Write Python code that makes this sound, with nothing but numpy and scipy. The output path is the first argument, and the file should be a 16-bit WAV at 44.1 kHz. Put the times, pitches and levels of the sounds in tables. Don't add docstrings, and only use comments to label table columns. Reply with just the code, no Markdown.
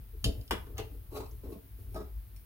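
import sys
import numpy as np
from scipy import signal
from scipy.fft import rfft, irfft
from scipy.io import wavfile
from scipy.ndimage import uniform_filter1d

SR = 44100
rng = np.random.default_rng(int(sys.argv[2]) if len(sys.argv) > 2 else 0)


def generate_wav(sig):
    pcm = np.round(np.clip(np.atleast_2d(sig).T, -1, 1) * 32767).astype(np.int16)
    wavfile.write(sys.argv[1], SR, pcm)


def voltage_ratio(level):
    return 10 ** (np.asarray(level, float) / 20)


N = 108045


def table(points, hz):
    p = np.array(points, float)
    return np.interp(np.log(np.maximum(hz, 1)), np.log(p[:, 0]), p[:, 1])


def colour(x, points):
    hz = np.arange(x.shape[-1] // 2 + 1) * SR / x.shape[-1]
    gain = voltage_ratio(table(points, hz)) * np.minimum(hz / points[0][0], 1) ** 2
    rms_gain = np.sqrt(np.mean(gain ** 2))
    return irfft(rfft(x) * gain / rms_gain, x.shape[-1])


def ring(x, hz, t60):
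    decay = np.log(1000) / (max(t60, .005) * SR)
    pole = np.exp(2j * np.pi * hz / SR - decay)
    return signal.lfilter([1], [1, -pole], x).imag


def band(x, hz, width):
    return signal.lfilter(*signal.iirpeak(hz, hz / width, fs=SR), x)


def walk(rate):
    hold = int(SR / rate)
    steps = np.repeat(rng.standard_normal(N // hold + 1), hold)
    return 2.12 * uniform_filter1d(steps, hold)[:N]


# [t/s, level/dB]
TICKS = [
    [(.2420, -20), (.2446, -24), (0.2488, -34), (.2535, -33.5), (.259, -34.5), (.412, -50.5), (.478, -50.5)],
    [(0.5085, -27), (.5097, -21.5), (.5135, -33.5), (0.5184, -32.5), (.526, -40), (.668, -54)],
    [(0.7718, -41.5), (.7808, -32.5), (.7845, -34.5), (.7875, -37), (.7900, -36.5), (.80, -36)],
    [(1.53, -67), (1.945, -57.5), (1.961, -67), (2.363, -59)],
    [(1.313, -61), (.7808, -41.5), (.7861, -53)],
]
# [f/Hz, level/dB, T60/s]
RINGS = [
    [(2690, -9.5, 0.017), (2810, -1, 0.026), (2940, -3.5, 0.04), (3160, -2.5, 0.021), (3290, -7, 0.027),
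     (3595, -0.5, 0.02), (4800, -1, 0.017), (5190, 7, 0.019), (6820, 6.5, 0.0038), (10300, 6, 0.0069)],
    [(908, -16, .04), (1356, -6.5, 0.024), (470, -7, 0.14), (1460, 4.5, 0.015), (5220, -6, 0.0042),
     (1660, -7.5, .02), (2600, -19, 0.011), (3327, 1.5, 0.015), (4250, -8, 0.0097), (3600, -25, 0.018),
     (9100, -14, 0.014)],
    [(638, -7, 0.055), (950, -10.5, 0.082), (2026, -12.5, 0.031), (2760, -3.5, 0.014), (4200, -15, 0.015)],
    [(2320, 6, 0.01), (4400, 1, 0.013), (5560, 2, 0.025), (9130, 12.5, 0.011)],
    [(6360, 9.5, 0.0048)],
]
RING_LEVELS = [-12.5, -10, -6.5, -2.5, 1]
# [f/Hz, level/dB]
CRACKS = [
    [(1000, -8.5), (2030, -20.5), (3150, 4), (3900, -2.5), (5070, 0), (5900, -18), (11000, -5),
     (16000, -23)],
    [(420, 1), (900, -1.5), (1600, -11), (3300, -6), (4500, -11.5), (6500, -18.5), (12000, -19),
     (16000, -22.5)],
    [(600, 6), (1640, -18.5), (2760, -10), (4300, -10), (6300, -28), (10000, -19.5), (16000, -18)],
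    [(1500, -8), (9000, -8), (16000, -1.5)],
    [(5000, 5), (6500, 1), (16000, -4)],
]


def ticks():
    t = np.arange(N) / SR
    noise = rng.standard_normal(N)
    rise_s, decay_s = 0.00014, 0.0013
    contacts = []
    for hits, modes, ring_db, crack_points in zip(TICKS, RINGS, RING_LEVELS, CRACKS):
        envelope, kick = np.zeros(N), np.zeros(N)
        for s, db in hits:
            onset = np.clip((t - s) / rise_s, 0, 1)
            envelope += voltage_ratio(db) * np.exp(-np.abs(t - s) / decay_s) * onset
            kick[int(s * SR)] = voltage_ratio(db + ring_db)
        sound = envelope * colour(noise, crack_points)
        for j, (hz, db, t60) in enumerate(modes):
            sign = (-1) ** j
            sound += sign * voltage_ratio(db) * ring(kick, hz, t60)
        contacts.append(sound)
    return contacts


# [t/s, length/s, level/dB]
SHOVES = [
    [(1.09, 0.077, -62), (1.12, 0.049, -57), (1.145, 0.038, -48.5), (1.2, 0.061, -57), (1.43, 0.018, -61),
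     (1.51, 0.03, -59.5)],
    [(.13, 0.033, -60), (0.513, 0.021, -31), (0.64, 0.018, -66), (.665, 0.056, -49.5),
     (0.785, 0.036, -47.5), (.84, .04, -60.5), (0.898, 0.066, -57), (1.12, 0.034, -43.5),
     (1.165, 0.034, -46), (1.199, 0.032, -44.5), (1.314, 0.013, -58), (1.433, 0.011, -39.5),
     (1.455, 0.012, -38), (1.478, .015, -46.5), (1.5, 0.023, -38.5), (1.6, 0.053, -65.5),
     (1.785, 0.05, -61.5), (1.86, 0.066, -61.5)],
    [(.74, 0.032, -50.5), (1.943, 0.018, -39.5), (1.96, 0.014, -40), (1.99, 0.034, -49.5),
     (2.04, 0.036, -51.5)],
    [(.244, 0.045, -31.5), (.33, 0.081, -51.5), (.52, 0.078, -58), (1.53, 0.047, -53.5)],
]
# [f/Hz, level/dB]
SURFACES = [
    [(250, -10.5), (450, -4), (1080, -6), (1700, -24.5), (3200, -27), (4000, -22), (5000, -25),
     (12000, -23.5)],
    [(230, -6), (290, -1.5), (450, -1), (700, -27), (1100, -35.5), (3000, -43), (16000, -49)],
    [(200, 4.5), (350, 6), (650, -2.5), (1500, -13), (2700, -31.5), (3900, -24), (5300, -30.5),
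     (12000, -32)],
    [(150, -1.5), (295, -3.5), (400, -4.5), (600, -13.5), (900, -25), (1500, -39), (16000, -70)],
]
SHOVE_RISES = [0.013, 0.0021, 0.00079, 0.0019]
# [f/Hz, width/Hz, level/dB]
LIES = [
    [(910, 150, -20), (1060, 240, -8), (2530, 460, -3), (4090, 680, -8)],
    [(840, 220, -5.5), (1100, 220, -3.5)],
    [(780, 106, -6), (876, 55, -15), (1255, 59, -1.5), (1620, 91, -19), (3870, 170, -4), (5220, 330, -0.5)],
    [(540, 48, -9), (850, 280, -17.5)],
]
# [f/Hz, width/Hz, level/dB]
BENCH = [(199, 47, -8.5), (276.5, 14, -1), (351, 18, -10), (429.4, 37.3, -4.5), (641, 32, -4)]


def shoves():
    t = np.arange(N) / SR
    fade_s, rough_db, direct_db = 0.014, 2.5, -10
    surfaces = []
    for rows, points, rise_s, lies in zip(SHOVES, SURFACES, SHOVE_RISES, LIES):
        envelope = np.zeros(N)
        for s, length, db in rows:
            onset = np.clip((t - s) / rise_s, 0, 1)
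            envelope += voltage_ratio(db) * onset * np.exp(-np.maximum(t - s - length, 0) / fade_s)
        roughness = voltage_ratio(rough_db * walk(90))
        rub = envelope * roughness * colour(rng.standard_normal(N), points)
        resonances = sum(voltage_ratio(db) * band(rub, hz, width) for hz, width, db in BENCH + lies)
        surfaces.append(voltage_ratio(direct_db) * rub + resonances)
    return surfaces


# [centre t/s, f/Hz, level/dB, half length/s]
ROCKS = [(0.173, 45, -40.5, 0.059), (0.191, 69.5, -42.5, 0.05), (0.174, 125, -58.5, 0.033),
         (0.262, 198, -37.5, 0.0076), (.27, 276, -43, .015), (2.18, 126, -54, 0.026),
         (0.265, 116, -27.5, 0.014), (0.276, 81.65, -33, 0.026), (0.284, 57.4, -22, 0.012),
         (0.293, 105, -56, 0.012), (0.337, 39.6, -37, 0.018), (0.349, 65, -36.5, 0.012),
         (0.394, 103.6, -34.5, 0.011), (0.403, 54.7, -36, 0.027), (0.526, 69.5, -37, 0.025),
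         (0.529, 48.7, -35, 0.024), (0.661, 49, -35.5, 0.013), (0.755, 61.6, -42.5, 0.011),
         (0.805, 103, -35.5, 0.0074), (0.949, 52.5, -41, 0.053), (1.109, 45.5, -44, 0.032),
         (1.253, 70.9, -49, 0.11), (1.333, 50, -42, 0.043), (1.471, 56.7, -38, 0.033),
         (1.498, 70.4, -39, 0.0085), (1.744, 53.4, -39.5, 0.024), (1.887, 69.4, -55, 0.051),
         (1.926, 102.7, -43, 0.057), (1.957, 50.5, -40.5, 0.082), (2.066, 59, -40, 0.019),
         (2.172, 52.5, -34, 0.04), (2.189, 66, -48, 0.093), (2.368, 49.4, -41.5, 0.035)]
# [f/Hz, level/dB]
SWAY = [(35, 0), (55, 6.5), (80, -0.5), (108, 3), (140, -16.5), (200, -22), (450, -32), (16000, -120)]
# [t/s, level/dB]
SWAY_LEVEL = [(0, -44), (.2, -70.5), (.6, -42.5), (1.0, -49.5), (1.15, -46.5), (1.5, -50), (1.68, -56.5),
              (1.85, -44), (2.2, -56), (2.45, -54)]


def boom():
    t = np.arange(N) / SR
    swells = np.zeros(N)
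    for s, hz, db, half_s in ROCKS:
        envelope = voltage_ratio(db) * np.exp(-.5 * ((t - s) / half_s) ** 2)
        swells -= envelope * np.cos(2 * np.pi * hz * (t - s))
    sway_gain = voltage_ratio(np.interp(t, *np.transpose(SWAY_LEVEL)))
    return swells + sway_gain * colour(rng.standard_normal(N), SWAY)


# [f/Hz, T60/s]
ROOM_T60 = [(250, 0.24), (1000, 0.33), (3000, 0.27), (8000, 0.21), (15000, 0.15)]


def room():
    t = np.arange(SR // 2) / SR
    delay_s, early_db, early_s, low_db = 0.0023, 5.5, 0.01, -0.5
    tail = 0
    for hz in 250 * 2. ** np.arange(7):
        mid, left, right = (band(rng.standard_normal(len(t)), min(hz, 15000), hz * 1.36) for _ in range(3))
        width = 2.68 * min(hz / 1200, 1)
        decay = voltage_ratio(-60 * t / table(ROOM_T60, hz) + low_db * (hz < 700))
        tail = tail + (mid + width * np.array([left, right])) * decay
    tail = tail * np.clip(t / delay_s, 0, 1) * voltage_ratio(early_db * np.exp(-t / early_s))
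    return tail / np.sqrt(np.sum(tail ** 2, axis=1, keepdims=True))


# [centre t/s, half length/s, level/dB]
SLEEVES = [(0.344, 0.12, -67.5), (.6, 0.063, -69.5), (.95, .04, -71.5), (1.166, 0.029, -59),
           (1.32, 0.048, -69), (1.446, 0.016, -71.5), (1.522, 0.025, -65), (1.82, .04, -68),
           (1.958, 0.032, -64.5)]
# [f/Hz, level/dB]
CLOTH = [(3000, -6), (8000, -10.5), (11500, 5.5), (13000, 4), (16000, -9.5)]


def sleeves():
    t = np.arange(N) / SR
    envelope = sum(voltage_ratio(db) * np.exp(-.5 * ((t - s) / half_s) ** 2) for s, half_s, db in SLEEVES)
    both, left, right = colour(rng.standard_normal((3, N)), CLOTH)
    return envelope * (both + np.array([left, right]))


# [f/Hz, level/dB]
HISS = [(150, -11), (300, -14.5), (550, -23.5), (1500, -25.5), (4500, -30.5), (7400, -37), (10000, -26),
        (16000, -17.5)]
# [f/Hz, share]
LIKENESS = [(150, 0.32), (1000, 0.087), (5000, 0.063), (12000, 0.053)]


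def hiss():
    hz = np.arange(N // 2 + 1) * SR / N
    like = np.clip(table(LIKENESS, hz), 0, 1)
    both, left, right = rfft(rng.standard_normal((3, N)))
    pair = np.sqrt(like) * both + np.sqrt(1 - like) * np.array([left, right])
    balance = voltage_ratio(np.array([[0.5], [-0.5]]) / 2)
    return balance * voltage_ratio(-60.5 + 3.5) * colour(irfft(pair, N), HISS)


# five tick contacts, then four surfaces [level/dB]
CONTACT_ROOM = [-3, 1.5, 2, 1, -4.5, 2.5, -1, -2.5, 0]


def scene():
    low = boom()
    wet = 0
    for x, room_db in zip(ticks() + shoves(), CONTACT_ROOM):
        reverb = signal.fftconvolve(x[None], room(), axes=1)[:, :N]
        wet = wet + x + voltage_ratio(room_db) * reverb
    apart = voltage_ratio(-13.5) * np.gradient(low) * SR / (2 * np.pi * 80)
    left_db, left_low_db, left_lag = .8, 2.2, 6
    left = voltage_ratio(left_db / 2) * wet[0] + voltage_ratio(left_low_db / 2) * low + apart
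    right = voltage_ratio(-left_db / 2) * wet[1] + voltage_ratio(-left_low_db / 2) * low - apart
    return np.array([np.roll(left, left_lag), right]) + sleeves() + hiss()


def top_cut(x):
    return signal.sosfilt(signal.butter(12, 16950, fs=SR, output="sos"), x)


def record(dry):
    low_pass = signal.ellip(10, .2, 57, 15850, fs=SR, output="sos")
    mix = signal.sosfilt(low_pass, dry)
    return top_cut(mix)


dry = scene()
out = record(dry)
generate_wav(out)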